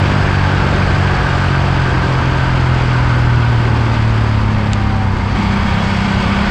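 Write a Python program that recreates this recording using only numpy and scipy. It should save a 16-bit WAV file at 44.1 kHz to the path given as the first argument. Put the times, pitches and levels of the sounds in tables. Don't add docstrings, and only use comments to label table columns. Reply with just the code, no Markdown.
import sys
import numpy as np
from scipy import signal
from scipy.fft import rfft, irfft, next_fast_len
from scipy.io import wavfile
from scipy.ndimage import uniform_filter1d, map_coordinates

SR = 44100
rng = np.random.default_rng(int(sys.argv[2]) if len(sys.argv) > 2 else 0)


def gain_from_db(level_db):
    decades = np.asarray(level_db, float) / 20
    return 10 ** decades


def wav_record(signal):
    frames = np.transpose(np.atleast_2d(signal))
    bounded = np.clip(frames, -1, 1)
    quanta = np.round(bounded * 32767).astype(np.int16)
    wavfile.write(sys.argv[1], SR, quanta)


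N = 286650

# t/s, level/dB
GUSTS = [(0.0, -23.5), (0.05, -17), (0.11, -22.5), (0.38, -20.5), (0.78, -19), (0.83, -27), (0.87, -18),
         (1.34, -21.5), (3.11, -21), (4.05, -22), (5.56, -21.5), (5.68, -19), (6.14, -27.5), (6.17, -19),
         (6.39, -22.5), (6.5, -20)]
# f/Hz, level/dB
BUFFET_SPECTRUM = [(12, -30), (25, -5.5), (40, -8), (55, 3), (75, -3.5), (100, -6), (140, -14.5),
                   (200, -62), (300, -120)]
DRONE_SPECTRUM = [(50, -120), (80, -16), (120, 2.5), (200, -7), (300, -7.5), (400, -11), (520, -20),
                  (800, -120)]
# f/Hz, level/dB
ROAR_SPECTRUM = [(420, -29.5), (720, -6.5), (807, -3.5), (930, -1), (1090, -3.5), (1190, -0.5),
                 (1380, -4.5), (1540, -3), (1900, -10), (2470, -30.5), (4180, -120)]
CARCASS_SPECTRUM = [(220, -24.5), (380, 5), (398, -2.5), (512, 1), (569, 2.5), (664, -1.5), (740, 2),
                    (960, -31), (1630, -120)]
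CRUNCH_SPECTRUM = [(1060, -28.5), (1800, -2), (2270, -0.5), (3280, -5.5), (3660, -12.5), (4200, -19.5),
                   (5460, -54.5), (9240, -120)]
# t/s, peak level/dB
STONE_HITS = [
    (.2269, -38),
    (.3556, -32),
    (.6908, -35),
    (4.733, -7.5),
    (6.078, -33),
    (6.121, -28),
    (6.3185, -34),
]
# f/Hz, level/dB, t60/s
HOUSING_MODES = [(2800, -1, .006), (3700, -3, .006), (4600, -3, .005), (5500, -7, .004), (6400, -8, .004),
                 (7400, 0, .0055), (8600, -9, .004)]
# f/Hz, level/dB
CASES_SPECTRUM = [(2240, -12), (3800, -3.5), (4080, -4), (4460, -1.5), (4790, -1.5), (5580, -10),
                  (6600, -15), (7090, -15.5), (7950, -15.5), (9270, -28), (12100, -51.5), (20400, -120)]
AIR_SPECTRUM = [(8500, -120), (9300, -8.5), (10300, -2), (11500, 5.5), (12500, 2.5), (13300, -11),
                (15000, -26), (16000, -120)]
# f/Hz, width/Hz, level/dB
LOAD_BANDS = [(195.3, 82, -27), (2215, 150, -36.5), (3320, 200, -40.5), (1800, 150, -47.5)]
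# t/s, f/Hz, level/dB, t60/s
AIRBOX_BOOM = (5.355, 215, -14, 0.5)
# t/s, rate/Hz
FIRING_RATE = [(0.0, 49.0), (0.09, 48.3), (1.07, 46.6), (1.23, 45.5), (1.54, 45.7), (1.7, 45.3),
               (1.86, 44.1), (2.41, 43.3), (4.0, 37.5), (5.18, 32.5), (5.25, 32.5), (5.36, 33.8),
               (5.45, 32.6), (5.77, 33.0), (6.03, 32.8), (6.5, 33.4)]
# t/s, opening/0-1, unevenness/0-1, engine braking/0-1, pull/0-1
THROTTLE_MOVES = [
    (0, 0, .1, 1, 0),
    (5.02, 0, .1, 1, 0),
    (5.14, 0, .5, 0, 0),
    (5.34, 0, .5, 0, 0),
    (5.36, 1, .35, 0, .5),
    (5.7, 1, .24, 0, .8),
    (6.3, 1, .17, 0, 1),
    (6.5, 1, .17, 0, 1),
]
STRONG_MULTIPLES = 2, 3, 4, 6
# shut level before the pipe/dB, open level/dB
STRONG_LEVELS = [(-16.5, -25.5), (-16, -22), (-25.5, -28), (-25.5, -19.5)]
# multiple, shut level/dB, open level/dB
WEAK_LEVELS = [(1, -35, -34), (5, -35, -27), (7, -33, -31), (8, -36, -43), (9, -41, -44), (10, -41, -48),
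               (11, -45, -42), (12, -44, -46), (13, -43, -46), (14, -43, -48), (15, -42, -46),
               (16, -40, -49), (17, -45, -44), (18, -42, -44), (19, -45, -48), (20, -44, -46)]
# f/Hz, gain/dB
PIPE_RESPONSE = [(70, -10), (96, -1.5), (122, 2.5), (150, -6), (172, -1.7), (208, 3), (262, -9.5),
                 (290, -7.5)]
# level at middle revs/dB, slope/(dB per Hz of firing rate), rise at full pull/dB
DRONE_LEVEL = (-24.5, .2, .1)
ROAR_LEVEL = (-25, 0.32, 3.2)
CARCASS_LEVEL = (-29, 0.58, 6)
TREAD_LEVEL = (-21.5, 4.4, 25)
CRUNCH_LEVEL = (-30, 0.41, 6.6)
CASES_LEVEL = (-37, 0.31, 5.8)

MID_RATE_HZ = 41
TREAD_KNEE_HZ = 39


def unit(x):
    return x / np.sqrt(np.mean(x ** 2) + 1e-20)


def curves(rows):
    t_s, *cols = np.transpose(rows)
    return [np.interp(np.arange(N) / SR, t_s, col) for col in cols]


def wobble(rate_hz):
    knots = rng.standard_normal(int(N * 200 / SR) + 4)
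    return map_coordinates(knots, [np.arange(N) * min(rate_hz, 200) / SR])


def coloured(x, spectrum):
    size = next_fast_len(N + 8192)
    f_hz, level_db = np.transpose(spectrum)
    bins_hz = np.fft.rfftfreq(size, 1 / SR)
    gain = gain_from_db(np.interp(np.log(bins_hz + 1), np.log(f_hz + 1), level_db))
    return unit(irfft(rfft(x, size) * gain, size)[:N])


def rush(spectrum, patchy_db, wide=4, long=20):
    z = signal.stft(rng.standard_normal(N), nperseg=512)[2]
    field = uniform_filter1d(rng.standard_normal(z.shape), int(wide), 0)
    field = uniform_filter1d(field, int(long), 1)
    noise = signal.istft(z * gain_from_db(patchy_db * unit(field)), nperseg=512)[1][:N]
    return coloured(noise, spectrum)


def band(hz, width_hz):
    phase = 2 * np.pi * np.cumsum(hz * np.ones(N)) / SR
    return unit(wobble(width_hz) * np.cos(phase) + wobble(width_hz) * np.sin(phase))


def law(row, speed_hz, pull):
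    mid_db, db_per_hz, pull_db = row
    return mid_db + db_per_hz * speed_hz + pull_db * pull


def wind(speed_hz, pull):
    buffet_db, = curves(GUSTS)
    drone_db = law(DRONE_LEVEL, speed_hz, pull) + 1.2 * wobble(2.9)
    eddies = rush(BUFFET_SPECTRUM, patchy_db=0.5)
    envelope = np.abs(signal.hilbert(eddies))
    eddies = unit(eddies * (envelope + .2) ** -.45)
    buffet = gain_from_db(buffet_db + 0.5) * coloured(eddies, [(10, 0), (150, 0.0), (260, -59)])
    return buffet + gain_from_db(drone_db) * rush(DRONE_SPECTRUM, patchy_db=1.5)


def road(speed_hz, pull):
    roar_db = law(ROAR_LEVEL, speed_hz, pull) + .45 * wobble(5)
    crunch_db = law(CRUNCH_LEVEL, speed_hz, pull) + .45 * wobble(5)
    carcass_db = law(CARCASS_LEVEL, speed_hz, pull) + .45 * wobble(5)
    below_knee_hz = np.minimum(speed_hz + MID_RATE_HZ - TREAD_KNEE_HZ, 0)
    tread_db = law(TREAD_LEVEL, below_knee_hz, pull) + 0.83 * wobble(7)
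    tread_hz = 1520 + 3 * speed_hz + 25 * wobble(3)
    grains = rng.standard_normal(N) * gain_from_db(2.5 * wobble(190))
    crunch = rush(CRUNCH_SPECTRUM, patchy_db=-0.4, wide=1.8)
    crunch = unit(crunch + 0.81 * coloured(grains, CRUNCH_SPECTRUM))
    out = gain_from_db(carcass_db - 1.0) * rush(CARCASS_SPECTRUM, patchy_db=1.1, wide=2.3, long=24)
    out += gain_from_db(roar_db + 0.5) * rush(ROAR_SPECTRUM, patchy_db=0.7, wide=2, long=54)
    out += gain_from_db(tread_db - 9.0) * band(tread_hz, width_hz=150)
    return out + gain_from_db(crunch_db + 0.1) * crunch


def stones():
    out = np.zeros(N + SR)
    t = np.arange(SR // 40) / SR
    for hit_s, peak_db in STONE_HITS:
        ring = np.zeros(len(t))
        for hz, level_db, t60_s in HOUSING_MODES:
            ring += gain_from_db(level_db - 60 * t / t60_s) * np.sin(2 * np.pi * hz * t + rng.uniform(0, 6.8))
        ring *= 1 - np.exp(-(t / .0004) ** 2)
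        for delay_s, bounce_db in ((0, 2.5), (.0013, -14.5)):
            out[round((hit_s + delay_s) * SR):][:len(t)] += gain_from_db(peak_db + bounce_db - 2.0) * ring
    b, a = signal.butter(6, 9200, fs=SR)
    return signal.lfilter(b, a, out[:N]) + gain_from_db(-16) * out[:N]


def clatter(angle, load, speed_hz, pull):
    cases_db = law(CASES_LEVEL, speed_hz, pull)
    beat = gain_from_db(.5 * np.cos(3 * angle) + 0.5 * wobble(5.2) + 0.93 * wobble(150))
    cases = unit(beat * rush(CASES_SPECTRUM, patchy_db=0.76))
    cases += gain_from_db(-22) * band(6400, width_hz=63) + gain_from_db(-18.5) * band(4600, width_hz=98)
    ringing = gain_from_db(-33.5 + 2.2 * wobble(2.35)) * band(930, width_hz=170)
    ringing += gain_from_db(-43.5 + 2.0 * wobble(1.4)) * band(2130, width_hz=120)
    air_db = -69 + 3.1 * load + .9 * wobble(7)
    return ringing + gain_from_db(cases_db + 0.5) * cases + gain_from_db(air_db) * rush(AIR_SPECTRUM, patchy_db=3.3)


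def intake(load):
    snap_s, boom_hz, boom_db, t60_s = AIRBOX_BOOM
    t = np.clip(np.arange(N) / SR - snap_s, 0, None)
    boom = gain_from_db(boom_db - 60 * t / t60_s) * (1 - np.exp(-t / .008)) * np.sin(2 * np.pi * boom_hz * t)
    roar = sum(gain_from_db(level_db) * band(hz, width_hz) for hz, width_hz, level_db in LOAD_BANDS)
    return boom + load * roar


def pipe_db(hz):
    f_hz, gain_db = np.transpose(PIPE_RESPONSE)
    return np.interp(np.log(hz), np.log(f_hz), gain_db)


def gear_mesh(angle, rate_hz, braking):
    cover_db = 14 * np.exp(-((23 * rate_hz - 760) / 38) ** 2)
    whine_db = braking * (-50 + cover_db) + (1 - braking) * -50.5
    return gain_from_db(whine_db + 10.5 + 1.3 * wobble(8)) * np.sin(23 * angle)


def engine():
    rate_hz, = curves(FIRING_RATE)
    load, uneven, braking, pull = curves(THROTTLE_MOVES)
    angle = 2 * np.pi * np.cumsum(rate_hz) / SR + .25 * uneven * wobble(20)

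    def order(k, drift=0):
        hz = k * rate_hz
        lag = 2.9 - 1.1 * np.exp(-((hz - 125) / 35) ** 2)
        smear = (np.clip(hz - 230, 0, None) / 85) ** 1.5
        return np.cos(k * angle + drift + lag + smear)

    out = np.zeros(N)
    clutch_db = -3.5 * (1 - braking)
    for k, (shut_db, open_db) in zip(STRONG_MULTIPLES, STRONG_LEVELS):
        level_db = (1 - load) * (shut_db + pipe_db(k * rate_hz) + clutch_db) + load * open_db
        out += gain_from_db(level_db + 3 + 5 * uneven * wobble(18) + .8 * wobble(4)) * order(k)
    for k, shut_db, open_db in WEAK_LEVELS:
        shut_db = shut_db + .04 * (k - 10) * (rate_hz - 42) + .4 * pipe_db(k * rate_hz) + 2 * (k > 5)
        level_db = shut_db + load * (open_db - shut_db)
        drift_rad = 1.4 * wobble(1.6)
        out += gain_from_db(level_db + 3 + 1.5 * wobble(4)) * order(k, drift_rad)
    for k in range(21, 38):
        valve_db = -43.5 + .5 * (rate_hz - 39) + 5.9 * load + 3.5 * wobble(2.914)
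        out += gain_from_db(valve_db) * np.sin(k * angle + k * k)
    out += gear_mesh(angle, rate_hz, braking)
    return out, angle, load, rate_hz - MID_RATE_HZ, pull


def scene():
    motor, angle, load, speed_hz, pull = engine()
    out = wind(speed_hz, pull) + road(speed_hz, pull) + stones()
    out += clatter(angle, load, speed_hz, pull) + intake(load) + motor
    return out[None]


def top_cut(x):
    return signal.sosfilt(signal.butter(12, 15100, fs=SR, output="sos"), x)


def record(dry):
    fast_power = np.abs(uniform_filter1d(dry ** 2, 1500, axis=1)) + 1e-9
    slow_power = np.abs(uniform_filter1d(dry ** 2, 20000, axis=1)) + 1e-9
    held = dry * (fast_power / slow_power) ** -.18
    held = held / (1 + np.abs(held / .85) ** 5) ** (1 / 5)
    return top_cut(held)


dry = scene()
out = record(dry)
wav_record(out)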